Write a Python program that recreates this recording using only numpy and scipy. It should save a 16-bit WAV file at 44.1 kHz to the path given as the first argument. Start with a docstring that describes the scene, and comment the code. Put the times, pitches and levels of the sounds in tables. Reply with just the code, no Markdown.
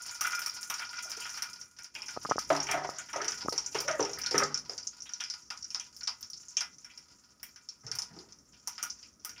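"""Seeds pop and fizz in hot oil in a steel pan over a gas flame, in a small tiled kitchen.
Pops and fizz are noise bursts and grains shaped by the seeds, the pan's modes and the oil spray.
Stray seeds tick and rain on the pan; dishes knock and drag on the counter, and a sliding jar groans.
Fingers tap the listening phone as one-cycle pushes; the flame's hiss and the house's rumble are
shaped noise. The phone's case and microphone port colour it all, with a rise in the lower treble."""
import sys
import numpy as np
from scipy import signal
from scipy.fft import rfft, irfft, next_fast_len
from scipy.io import wavfile
from scipy.ndimage import uniform_filter1d, map_coordinates

SR = 44100
rng = np.random.default_rng(int(sys.argv[2]) if len(sys.argv) > 2 else 0)


def transcribe(u):
    """Save the signal u as a 16-bit wav file named by the first command-line argument.

    u: samples, shape (n,) or (channels, n), limited to [-1, 1]; the rate is SR.
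    q: integer samples, one column per channel.
    """
    v = np.clip(np.atleast_2d(u).T, -1, 1)
    q = np.round(v * 32767).astype(np.int16)
    wavfile.write(sys.argv[1], SR, q)


N = 414540
T = np.arange(SR // 3) / SR  # time within one short sound [s]

# the pan wall's broad clack: f/Hz, level/dB
PAN_WALL = [(400, -14), (800, -0.5), (1400, 0), (2500, 6), (3600, 3.5), (4500, -6)]
# spectrum of the oil spray: f/Hz, level/dB
OIL_SPRAY = [(6500, -13), (8200, 9), (11000, 8.5), (13000, -11.5)]
# spectrum of the spray's finest droplets: f/Hz, level/dB
FINE_MIST = [(9500, -39.5), (12000, 13), (16000, 6)]


def pops():
    """Each bursting seed snaps at its own pitch, knocks the pan and throws a fine spray."""
    # seed pops: t/s, peak level/dB, pitch f/Hz, pan share level/dB, pan pitch f/Hz, spray share level/dB
    seed_pops = [(0.0747, -44, 5170, -11, 1420, -39), (0.1107, -26, 6700, -18, 1430, -17.5),
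                 (0.1521, -42, 5730, -35, 1430, -29), (0.2093, -18.5, 5740, -9.5, 1190, -11.5),
                 (0.2304, -38.5, 6500, -12, 1380, -19), (0.2673, -23.5, 5960, -23, 2250, -11.5),
                 (0.3065, -32, 5400, -10, 1410, -14), (0.3214, -24, 5630, -9, 1390, -19),
                 (0.3502, -26.5, 5600, -14, 1420, -14), (0.392, -25.5, 5900, -14, 1420, -10),
                 (0.4181, -27.5, 5400, -7.5, 1410, -13), (0.4612, -20.5, 5260, -14, 1250, -13),
                 (0.4941, -24.5, 5180, -38, 1450, -28), (0.63, -25, 5460, -19, 1420, -25),
                 (0.6994, -24.5, 5730, -2, 1200, -9.5), (0.7405, -23.5, 5700, -13, 1370, -21),
                 (0.7945, -27.5, 5100, -4.5, 1310, -18), (1.0978, -32, 5700, -10, 1260, -11),
                 (1.1169, -24, 5170, -13, 1410, -22), (1.1683, -30, 5640, -26, 2360, -38),
                 (1.2127, -38, 5300, -0.5, 2900, -25), (1.2441, -30.5, 5500, -22, 1420, -29),
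                 (1.2938, -29.5, 5500, -11, 1420, -26), (1.374, -30.5, 5400, -4, 1340, -15),
                 (1.4219, -19, 5130, -14, 1330, -16), (1.5314, -31, 5620, -22, 1420, -19),
                 (1.6133, -31, 5600, -20.5, 1400, -25), (1.7874, -34.5, 5630, -9.5, 1510, -18),
                 (1.8437, -31, 5650, -18.5, 1500, -21), (1.9515, -31, 5180, -4.5, 2530, -35),
                 (2.0196, -27, 5380, -15, 2520, -31), (2.083, -27, 5580, -10.5, 1470, -23),
                 (2.2964, -24, 5810, -10.5, 1180, -29), (2.3879, -24, 5530, -15.5, 1300, -16),
                 (2.4476, -35, 5350, -20, 1890, -33), (2.5288, -26.5, 5450, -6, 915, -27),
                 (2.5643, -21.5, 5330, -13, 851, -22), (2.602, -20, 5470, -14, 1260, -39),
                 (2.6284, -23, 6050, -20, 1190, -33), (2.6691, -31.5, 5500, -5, 2050, -20),
                 (2.7114, -16, 5730, -11, 1910, -16.5), (2.8978, -30, 5540, -16, 1290, -30),
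                 (2.9855, -20.5, 7050, -19, 1450, -28), (3.087, -43.5, 5750, 3.5, 1470, -26),
                 (3.1305, -29, 5660, -6, 964, -26), (3.1615, -25.5, 5740, -11, 1210, -24),
                 (3.2159, -24.5, 5750, -10, 851, -37), (3.2448, -26, 5440, -8.5, 1310, -19),
                 (3.2805, -16.5, 5770, -15.5, 1310, -34), (3.3198, -22, 5200, -13.5, 1490, -38),
                 (3.4937, -25, 5700, -39, 1230, -18), (3.5247, -22.5, 5030, -19, 940, -18),
                 (3.5603, -32, 5620, -15, 1980, -33), (3.5787, -15, 5740, -21.5, 990, -28),
                 (3.6617, -19.5, 6250, -28, 1590, -41), (3.728, -38.5, 5010, -15, 2840, -17.5),
                 (3.7464, -24, 5660, 0.5, 930, -26), (3.786, -22.5, 5330, -21, 2340, -34),
                 (3.8033, -22, 5580, -12.5, 1200, -12.5), (3.8796, -21, 5700, -4.5, 1250, -30),
                 (3.9112, -23.5, 5940, -17, 1260, -29), (4.004, -20, 5840, -20, 880, -43),
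                 (4.0265, -19.5, 5660, -18, 851, -44), (4.0494, -22.5, 5760, -11.5, 1270, -35),
                 (4.0946, -30, 5950, -12, 867, -35), (4.1326, -22.5, 5600, -23, 1440, -41),
                 (4.1862, -30, 5140, -7.5, 1640, -10), (4.2155, -23, 5540, -32, 1640, -50),
                 (4.2362, -24.5, 5500, -12, 1470, -34), (4.2618, -17.5, 4900, -17, 1490, -27),
                 (4.3105, -21.5, 5170, -16.5, 1970, -22), (4.351, -31, 5700, 4, 1300, -22),
                 (4.3794, -12, 5700, -13, 1210, -18), (4.4344, -16, 5730, -22, 1170, -49),
                 (4.5433, -16.5, 5710, -24, 1420, -48), (4.5747, -23, 5340, -27, 1250, -26),
                 (4.6955, -23, 5320, -24, 1260, -37), (4.7337, -31, 5630, -29, 1460, -38),
                 (4.779, -23.5, 5670, -25.5, 1420, -49), (4.8288, -31, 5470, -29, 1280, -38),
                 (4.8703, -18.5, 6020, -41, 969, -38), (5.004, -34, 5800, -25, 1000, -35),
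                 (5.021, -28, 5960, -32, 1270, -24), (5.0922, -34, 5660, -13, 1430, -33),
                 (5.1354, -22.5, 5350, -32, 1450, -47), (5.2053, -25, 5500, -10.5, 1450, -22),
                 (5.2382, -23, 5390, -24, 2470, -28), (5.3, -22, 5180, -26, 1480, -30),
                 (5.3379, -28, 5050, -17.5, 1150, -26), (5.5031, -26.5, 5250, -6.5, 1030, -25),
                 (5.5745, -34, 5310, -24, 1480, -24), (5.6253, -29.5, 5640, -34, 1440, -37),
                 (5.6438, -28, 5630, -27, 1440, -40), (5.7038, -27.5, 5620, -24.5, 2700, -25),
                 (5.7462, -16.5, 5230, -20, 1030, -34), (5.7973, -24, 5800, -19, 3370, -26),
                 (5.9648, -35.5, 5600, -37, 1490, -13), (6.0084, -28.5, 5000, -17.5, 1500, -35),
                 (6.0324, -27.5, 5800, -26, 1460, -31), (6.0737, -16.5, 4820, -15.5, 1060, -34),
                 (6.2088, -41, 5340, -15, 991, -8), (6.228, -26.5, 5420, -24.5, 1270, -42),
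                 (6.3003, -32.5, 5800, -42, 1280, -17.5), (6.333, -25.5, 5000, -37, 1290, -44),
                 (6.3751, -34.5, 5630, -41, 1450, -40), (6.4836, -31.5, 6640, -35, 1470, -29),
                 (6.5686, -14, 6150, -18.5, 3270, -35), (6.6073, -19.5, 5380, -11, 1340, -21.5),
                 (6.7833, -38, 5750, -26, 1240, -26), (6.8453, -37, 5640, -10.5, 1480, -18),
                 (6.9758, -34.5, 5350, -24, 2000, -21), (7.43, -33.5, 5630, -14, 1810, -6),
                 (7.56, -38, 5300, -13, 1480, -22), (7.688, -28, 5340, -34, 2300, -51),
                 (7.8657, -30, 5460, -19, 1250, -45), (7.9151, -18.5, 5340, -21, 1510, -24.5),
                 (7.9523, -27.5, 5430, -16, 970, -12.5), (7.9865, -19, 5720, -21.5, 966, -20),
                 (8.0196, -20.5, 5360, -23.5, 960, -23), (8.1883, -35, 4770, -21, 1080, -24),
                 (8.323, -36, 5700, -25, 1280, -37), (8.6735, -20, 5970, -18.5, 950, -15),
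                 (8.7804, -30, 5160, -6, 1330, -42), (8.8276, -18.5, 6000, -14, 1200, -12.5),
                 (8.9, -24.5, 5700, -42, 1430, -37), (9.0284, -36.5, 5170, -17.5, 2520, -31),
                 (9.2482, -25.5, 5730, -14, 1270, -8.5), (9.2935, -29.5, 5620, -18, 1540, -19)]
    # the wetter a pop, the more of its spray is fine mist
    mist_db, mist_db_per_spray_db = 19, 2.02
    s, db, hz, pan_db, pan_hz, spray_db = np.transpose(seed_pops)[..., None]
    s = s[:, 0]
    spread = rng.standard_normal((len(s), 3)).T[..., None]
    snaps = burst(len(s), click_db=18, snap=0.0098, wet_db=-8.5, t60=0.15)
    core = filtered(snaps, husk(hz, spread))
    core = amp(db) * core / np.abs(core).max(axis=1, keepdims=True)
    knocks = struck(db + pan_db, pan_hz)
    drops = burst(len(s), click_db=17.5, snap=0.022, wet_db=-5, t60=0.16)
    spray = filtered(place(s, amp(db + spray_db) * drops), colour(OIL_SPRAY))
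    mist_gain = amp(db + mist_db_per_spray_db * spray_db + mist_db)
    mist = filtered(place(s, mist_gain * drops), colour(FINE_MIST))
    return place(s, core + knocks) + spray + mist


def husk(hz, spread):
    """A damped cavity, steep on both flanks, with sharper random tones scattered around its pitch."""
    tones = [(hz * (1 + 0.098 * u), 150, 2) for u in spread]
    return lambda f: modes([(hz, 1900, 0)])(f) ** 2 * (1 + modes(tones)(f))


def burst(count, click_db, snap, wet_db, t60):
    """A short hiss leads into a click; both echo off the tiles, then comes the room's tail."""
    lead_s, echo_s, tail_s, size = .0006, .0032, .0056, SR // 6
    echo = amp(rng.normal(-3, 2.5, (count, 1)))
    level = dying(snap) + echo * dying(snap, delay=echo_s) + amp(wet_db) * dying(t60, delay=tail_s)
    fade = np.minimum(1, 5 - 5 * np.arange(size) / size)  # over the last fifth
    noise = level[:, :size] * rng.standard_normal((count, size)) * fade
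    noise[:, round(lead_s * SR)] += amp(click_db)
    noise[:, round((lead_s + echo_s) * SR)] += amp(click_db) * echo[:, 0]
    return noise


def struck(db, pan_hz):
    """Blows on the pan: a clack centred on the pitch of the spot, and the modes near it."""
    def spot(f):
        clack = colour(PAN_WALL)(f) * (0.8 + modes([(pan_hz, .3 * pan_hz, 6)])(f))
        return clack + amp(4.5) * near(pan_hz, slope_db=12)(f)
    blows = burst(len(db), click_db=12.0, snap=0.01, wet_db=-4.5, t60=0.21)
    return amp(db) * filtered(blows, spot)


def near(pan_hz, slope_db):
    """The pan's modes as one spot excites them: weaker by a slope per octave away from its pitch."""
    # modes of the steel pan: f/Hz, width f/Hz, level at the mode's own spot/dB
    steel_pan = [(975.4, 17, 8), (1424, 27.2, 18), (2024, 6.1, 13), (2380, 29, 21), (2850, 45, -3),
                 (3320, 45, 15.5)]
    return modes([(c, w, level - slope_db * np.abs(np.log2(c / pan_hz))) for c, w, level in steel_pan])


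def fizz():
    """Countless tiny pops of three pitches merge into a grainy sizzle."""
    # small seeds fizzing: t/s, level/dB
    fizz_level = [(0.0, -43), (0.23, -46.5), (1.41, -46.5), (1.62, -53.5), (1.86, -55.5), (2.15, -49.5),
                  (2.64, -45), (3.03, -50.5), (3.4, -46), (3.87, -50), (4.29, -50.5), (4.76, -56.5),
                  (5.97, -59), (6.47, -54.5), (7.07, -64), (7.75, -64.5), (8.06, -61.5), (8.56, -63),
                  (8.87, -54.5), (9.03, -59), (9.27, -64), (9.4, -53)]
    # shares of the fizz; the spray thins as the seeds dry
    pan_db, start_spray_db, drying_db_per_s = -9, 6, 1.9
    grains = [crackle(rate=45) * rng.standard_normal((3, N)) for _ in range(3)]
    core = np.zeros(N)
    for grain, hz in zip(grains, (5000, 5800, 6800)):
        core += filtered(grain[0], lambda f: modes([(hz, 1500, 0)])(f) ** 2)
    knocks = unit(pan_wall(grains[0][1], ring_db=11.0))
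    # the spray's body joined to the treble of the mist
    spray = unit(filtered(grains[2][2], colour(OIL_SPRAY[:3] + FINE_MIST[1:])))
    spray_db = start_spray_db - drying_db_per_s * np.arange(N) / SR
    return amp(curves(fizz_level)[0]) * (unit(core) + amp(pan_db) * knocks + amp(spray_db) * spray)


def crackle(rate):
    """The level of many random ticks, rate a second, each smeared by the room."""
    ticks = (rng.random(N) < rate / SR) * amp(rng.uniform(-9, 9, N))
    room = dying(0.09) ** 2 + amp(-5.5) * dying(0.2) ** 2
    power = signal.fftconvolve(ticks ** 2, room)[:N]
    return np.sqrt(np.abs(power) / np.mean(power) + 0.033)  # a faint steady floor between ticks


def pan_wall(x, ring_db):
    """Under the oil the pan answers with a broad clack and mainly its two lowest modes."""
    return filtered(x, lambda f: colour(PAN_WALL)(f) + amp(ring_db) * near(965, slope_db=16)(f))


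def strikes():
    """Blows on the pan: thrown seeds tick on its dry wall, and a few further pops strike it."""
    # thrown seeds and a few further pops: t/s, level/dB, pan pitch f/Hz
    pan_ticks = [(0.2488, -27, 1370), (0.3306, -54, 1430), (0.815, -32.5, 1360), (0.932, -38.5, 1430),
                 (0.991, -42, 2400), (1.2543, -33.5, 1350), (1.34, -48, 1430), (2.6879, -30.5, 2340),
                 (2.9824, -38, 1390), (5.0582, -43, 3640), (5.2019, -35, 3500), (6.8964, -50, 2400),
                 (7.431, -49, 1800), (8.5342, -57, 3240), (9.363, -48, 2400)]
    s, db, pan_hz = np.transpose(pan_ticks)[..., None]
    return place(s[:, 0], struck(db, pan_hz))


def pelting():
    """A rain of dry seeds keeps the bare pan's modes ringing."""
    # pinches of seeds landing: t/s, level/dB, t60/s
    pinches = [(.252, -25.5, 0.18), (.333, -31.5, 0.17), (.385, -36.5, 0.16), (.47, -49, 0.12),
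               (.82, -45, 0.13), (.94, -43.5, 0.54), (1.45, -50, 0.68)]
    ticks = (rng.random(N) < 300 / SR) * rng.standard_normal(N)  # about 300 a second
    trickle = amp(-55) * (np.arange(N) < pinches[-1][0] * SR)  # runs until the last pinch
    level = swells(pinches, rise=0.027) + trickle
    return level * unit(filtered(ticks, near(1600, slope_db=24)))


def counter():
    """Dull thuds at their own pitch, mostly things set down, shake the counter; dishes clatter and drag over
    it."""
    # knocks, most of them things set down: t/s, level/dB, pitch f/Hz, clatter share level/dB, t60/s
    hits = [(1.046, -36.5, 650, -23, 0.37), (1.166, -32.5, 443, -35, 0.19),
            (1.954, -36.5, 940, -29, 0.89), (2.502, -4.5, 680, -21.5, 0.25),
            (2.549, -12.5, 827, -24, 0.33), (2.689, -18.5, 725, -13, 0.78),
            (2.739, -15, 710, -20, 0.55), (2.771, -16.5, 755, -24, 0.18), (2.845, -13, 766, -22, 0.09),
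            (3.133, -25, 950, -10, 0.44), (3.157, -18.5, 610, -17, 0.33),
            (3.199, -23.5, 410, -7.5, 0.44), (3.522, -21, 450, -19, 0.2),
            (3.748, -17.5, 438, -43, 0.37), (3.882, -19, 575, -8, 0.42), (3.994, -9.5, 466, -42, 0.38),
            (4.17, -33, 393, -2, 0.11), (4.31, -24.5, 500, -54, 0.66), (4.342, -12.5, 490, -13, 0.34),
            (4.35, -22, 227, -40, 0.58), (4.397, -14.5, 1190, -17, 0.41),
            (4.419, -14, 523, -10.5, 0.16), (4.692, -27.5, 500, -19.5, 0.32),
            (7.832, -35.5, 125, -21, 0.91), (7.861, -39.5, 450, -18, .63), (8.1, -36.5, 176, -20, 0.69),
            (8.159, -33.5, 342, -32, .48)]
    # modes of the counter: f/Hz, width f/Hz, level/dB
    counter_modes = [(148.5, 4.5, -0.5), (288.5, 11, -1.5), (403.5, 11, 0), (514, 12, -7.5), (647, 39, -8),
                     (803, 31, -1.5), (909, 30, -0.5)]
    # spectrum of the clatter: f/Hz, level/dB
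    clatter_tone = [(700, -37), (1200, 4), (2000, 7.5), (3200, -30), (4200, -38.5)]
    # dishes pushed over the counter: t/s, level/dB, t60/s
    pushes = [(2.7, -45, 0.23), (3.44, -57, 1.9), (3.92, -66, 3)]
    thud_width, shake_db = 0.18, -2.5  # width as a share of the pitch; the counter's answer
    attack_s, softens = .0003, 0.72  # rise of a 0 dB knock; dB slower for each dB gentler
    s, db, hz, clatter_db, t60 = np.transpose(hits)
    rise = 1 - np.exp(-T / (attack_s * amp(-softens * db)[:, None]))
    rise = rise * (1 + 0.92 * dying(0.055))  # the blow itself stands out over the rattle
    blows = [r * dying(np.clip(d, .03, 1)) * rng.standard_normal((2, len(T))) for r, d in zip(rise, t60)]
    thuds = []
    for level, pitch, blow in zip(db, hz, blows):
        thud = filtered(blow[0], modes([(pitch, thud_width * pitch, 0)]))
        # a narrow band passes less noise: even that out
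        thuds.append(amp(level) * thud * np.sqrt(150 / pitch / thud_width))
    shakes = place(s, [amp(level + shake_db) * blow[0] for level, blow in zip(db, blows)])
    clatter = place(s, [amp(level) * blow[1] for level, blow in zip(db + clatter_db, blows)])
    scrape = rng.standard_normal(N) * amp(1.33 * wobble(40))
    drag = swells(pushes, rise=0.28) * unit(filtered(scrape, modes(counter_modes)))
    knocks = place(s, thuds) + filtered(shakes, modes(counter_modes))
    return knocks + filtered(clatter, colour(clatter_tone)) + drag


def groan():
    """A hollow jar groans as it slides: an unsteady tone whose pitch slides."""
    # the groan: t/s, level/dB, f/Hz
    jar = [(3.85, -48, 541), (3.89, -38.5, 640), (3.94, -44, 625), (3.99, -40, 550), (4.02, -46, 520)]
    db, hz = curves(jar)
    inside = (np.arange(N) > jar[0][0] * SR) & (np.arange(N) < jar[-1][0] * SR)
    phase = 2 * np.pi * np.cumsum(hz * (1 + .02 * wobble(88))) / SR
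    return inside * amp(db + 7.2 * wobble(70)) * np.sin(phase)


def taps():
    """Fingers on the phone: dry, soft one-cycle pushes through the case, which rings briefly; no room."""
    # finger taps: t/s, push level/dB, pitch f/Hz, case ring share level/dB
    finger_taps = [(2.165, -32, 855, 4), (2.173, -20.5, 720, 0.5), (2.25, -23, 1050, -16.5),
                   (2.255, -35, 307, 18), (2.29, -30, 634, -10), (2.294, -29.5, 500, -18),
                   (2.312, -10, 840, -15.5), (2.319, -13, 1090, -8), (2.358, -25.5, 443, -11),
                   (2.382, -16.5, 1030, -10), (2.891, -21.5, 810, -4), (3.448, -33, 292, -19),
                   (3.459, -28, 563, -13), (3.484, -22, 394, 9.5)]
    case_hz, case_t60_s = 1150, 0.0083
    s, db, hz, ring_db = np.transpose(finger_taps)[..., None]
    push = np.sin(2 * np.pi * hz * T) * np.exp(-(2.1 * (hz * T - .75)) ** 2)
    push = push * (1 - np.exp(-(T / 0.00008) ** 2))  # soft onset
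    ring = np.sin(2 * np.pi * case_hz * T) * dying(case_t60_s) * (1 - np.exp(-T / .0005))
    return place(s[:, 0], amp(db) * (push + amp(ring_db) * ring))


def background():
    """Shaped noise: the gas flame hisses almost evenly; the rumble of the house swells and fades."""
    # low rumble of the house: t/s, level/dB
    rumble_level = [(0, -72.5), (1.9, -69.5), (2.72, -55.5), (2.96, -68), (4.53, -58.5), (4.95, -69.5),
                    (7.85, -73.5), (8.04, -70), (9.4, -66.5)]
    # spectrum of the rumble: f/Hz, level per Hz/dB
    rumble_tone = [(15, -52), (25, -37.5), (48, 1.5), (86, -6.5), (162, -7), (237, -5), (316, -9.5),
                   (800, -22.5), (1040, -67), (1760, -120)]
    # spectrum of the gas hiss: f/Hz, level per Hz/dB
    flame_tone = [(300, -10.5), (700, -14.5), (1300, -4.5), (3000, -18.5), (6000, -9.5), (16000, -1.5)]
    rumble = unit(filtered(rng.standard_normal(N), colour(rumble_tone)))
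    rumble = rumble * amp(curves(rumble_level)[0] + 0.78 * wobble(4) + 1.9 * wobble(20))
    flame = unit(filtered(rng.standard_normal(N), colour(flame_tone)))
    return rumble + amp(-61.5 + 0.42 * wobble(9.8)) * flame


def lulls():
    """A gain that dips briefly inside each lull, with soft edges."""
    # lulls of the sizzle and the background: from t/s, to t/s, level/dB
    dips = [(1.653, 1.793, -5), (1.866, 1.94, -7)]
    t = np.arange(N) / SR
    db = sum(level * ((t > a) & (t < b)) for a, b, level in dips)
    return amp(uniform_filter1d(db, size=SR // 100))


def amp(db):
    """Gain of a level in dB."""
    return 10 ** (np.asarray(db) / 20)


def unit(x):
    """x at rms 1."""
    return x / np.sqrt(np.mean(x ** 2) + 1e-20)


def curves(rows):
    """One value per sample for each column after the time."""
    s, *cols = np.transpose(rows)
    return [np.interp(np.arange(N) / SR, s, c) for c in cols]


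def wobble(rate):
    """A smooth random curve, rate knots a second."""
    knots = rng.standard_normal(int(N * rate / SR) + 4)
    return map_coordinates(knots, [np.arange(N) * rate / SR])


def dying(t60, delay=0.):
    """A decay by 60 dB in t60 seconds that starts after a delay."""
    return amp(-60 * np.abs(T - delay) / t60) * (T >= delay)


def swells(rows, rise):
    """The level of (s, dB, t60) events that swell by 60 dB in rise seconds, then die away."""
    t = np.arange(N) / SR
    return sum(amp(db - 60 * np.where(t < s, (s - t) / rise, (t - s) / t60)) for s, db, t60 in rows)


def place(times, sounds):
    """Short sounds laid out at their times."""
    out = np.zeros(N + len(T))
    for s, sound in zip(times, sounds):
        out[round(s * SR):][:len(sound)] += sound
    return out[:N]


def filtered(x, response):
    """x times a complex response of frequency."""
    n = x.shape[-1]
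    m = next_fast_len(n + 2048)  # room for the ringing
    return irfft(rfft(x, m) * response(np.fft.rfftfreq(m, 1 / SR)), m)[..., :n]


def colour(points):
    """The causal response whose gain follows (Hz, dB) points on a log axis."""
    def response(hz):
        f, db = np.transpose(points)
        # folding the cepstrum forward gives minimum phase
        cep = irfft(np.log(amp(np.interp(np.log(hz + 1), np.log(f), db))))
        cep[1:len(cep) // 2] *= 2
        cep[len(cep) // 2 + 1:] = 0
        return np.exp(rfft(cep))[:len(hz)]
    return response


def modes(rows):
    """The response of (Hz, width Hz, dB) resonances, with alternating signs."""
    def response(f):
        total = 0
        for k, (c, w, db) in enumerate(rows):
            total = total + (-1) ** k * amp(db) * 1j * f * w / (c * c - f * f + 1j * f * w)
        return total
    return response


def scene():
    """Everything heard at the phone."""
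    pan = pops() + strikes() + pelting()
    handling = counter() + groan() + taps()
    return (pan + handling + lulls() * (fizz() + background()))[None]


def record(dry):
    """The case's resonance and the port colour the sound; nothing is kept above the band limit."""
    # the microphone behind its port: f/Hz, level/dB
    port = [(30, -22), (70, 2), (3000, -2), (4000, -4.5), (4800, -1), (5600, 3.5), (6500, -3), (7300, -2.5),
            (8050, -17.5), (8800, -7.5), (10500, -12.5), (13800, -27.5), (15000, -13.5), (15500, -20.5),
            (16400, -39.5)]
    top_hz = 16600
    case = modes([(1267, 43.0, 6.3)])
    return filtered(dry, lambda hz: (1 + case(hz)) * colour(port)(hz) * (hz < top_hz))


dry = scene()
out = record(dry)
transcribe(out)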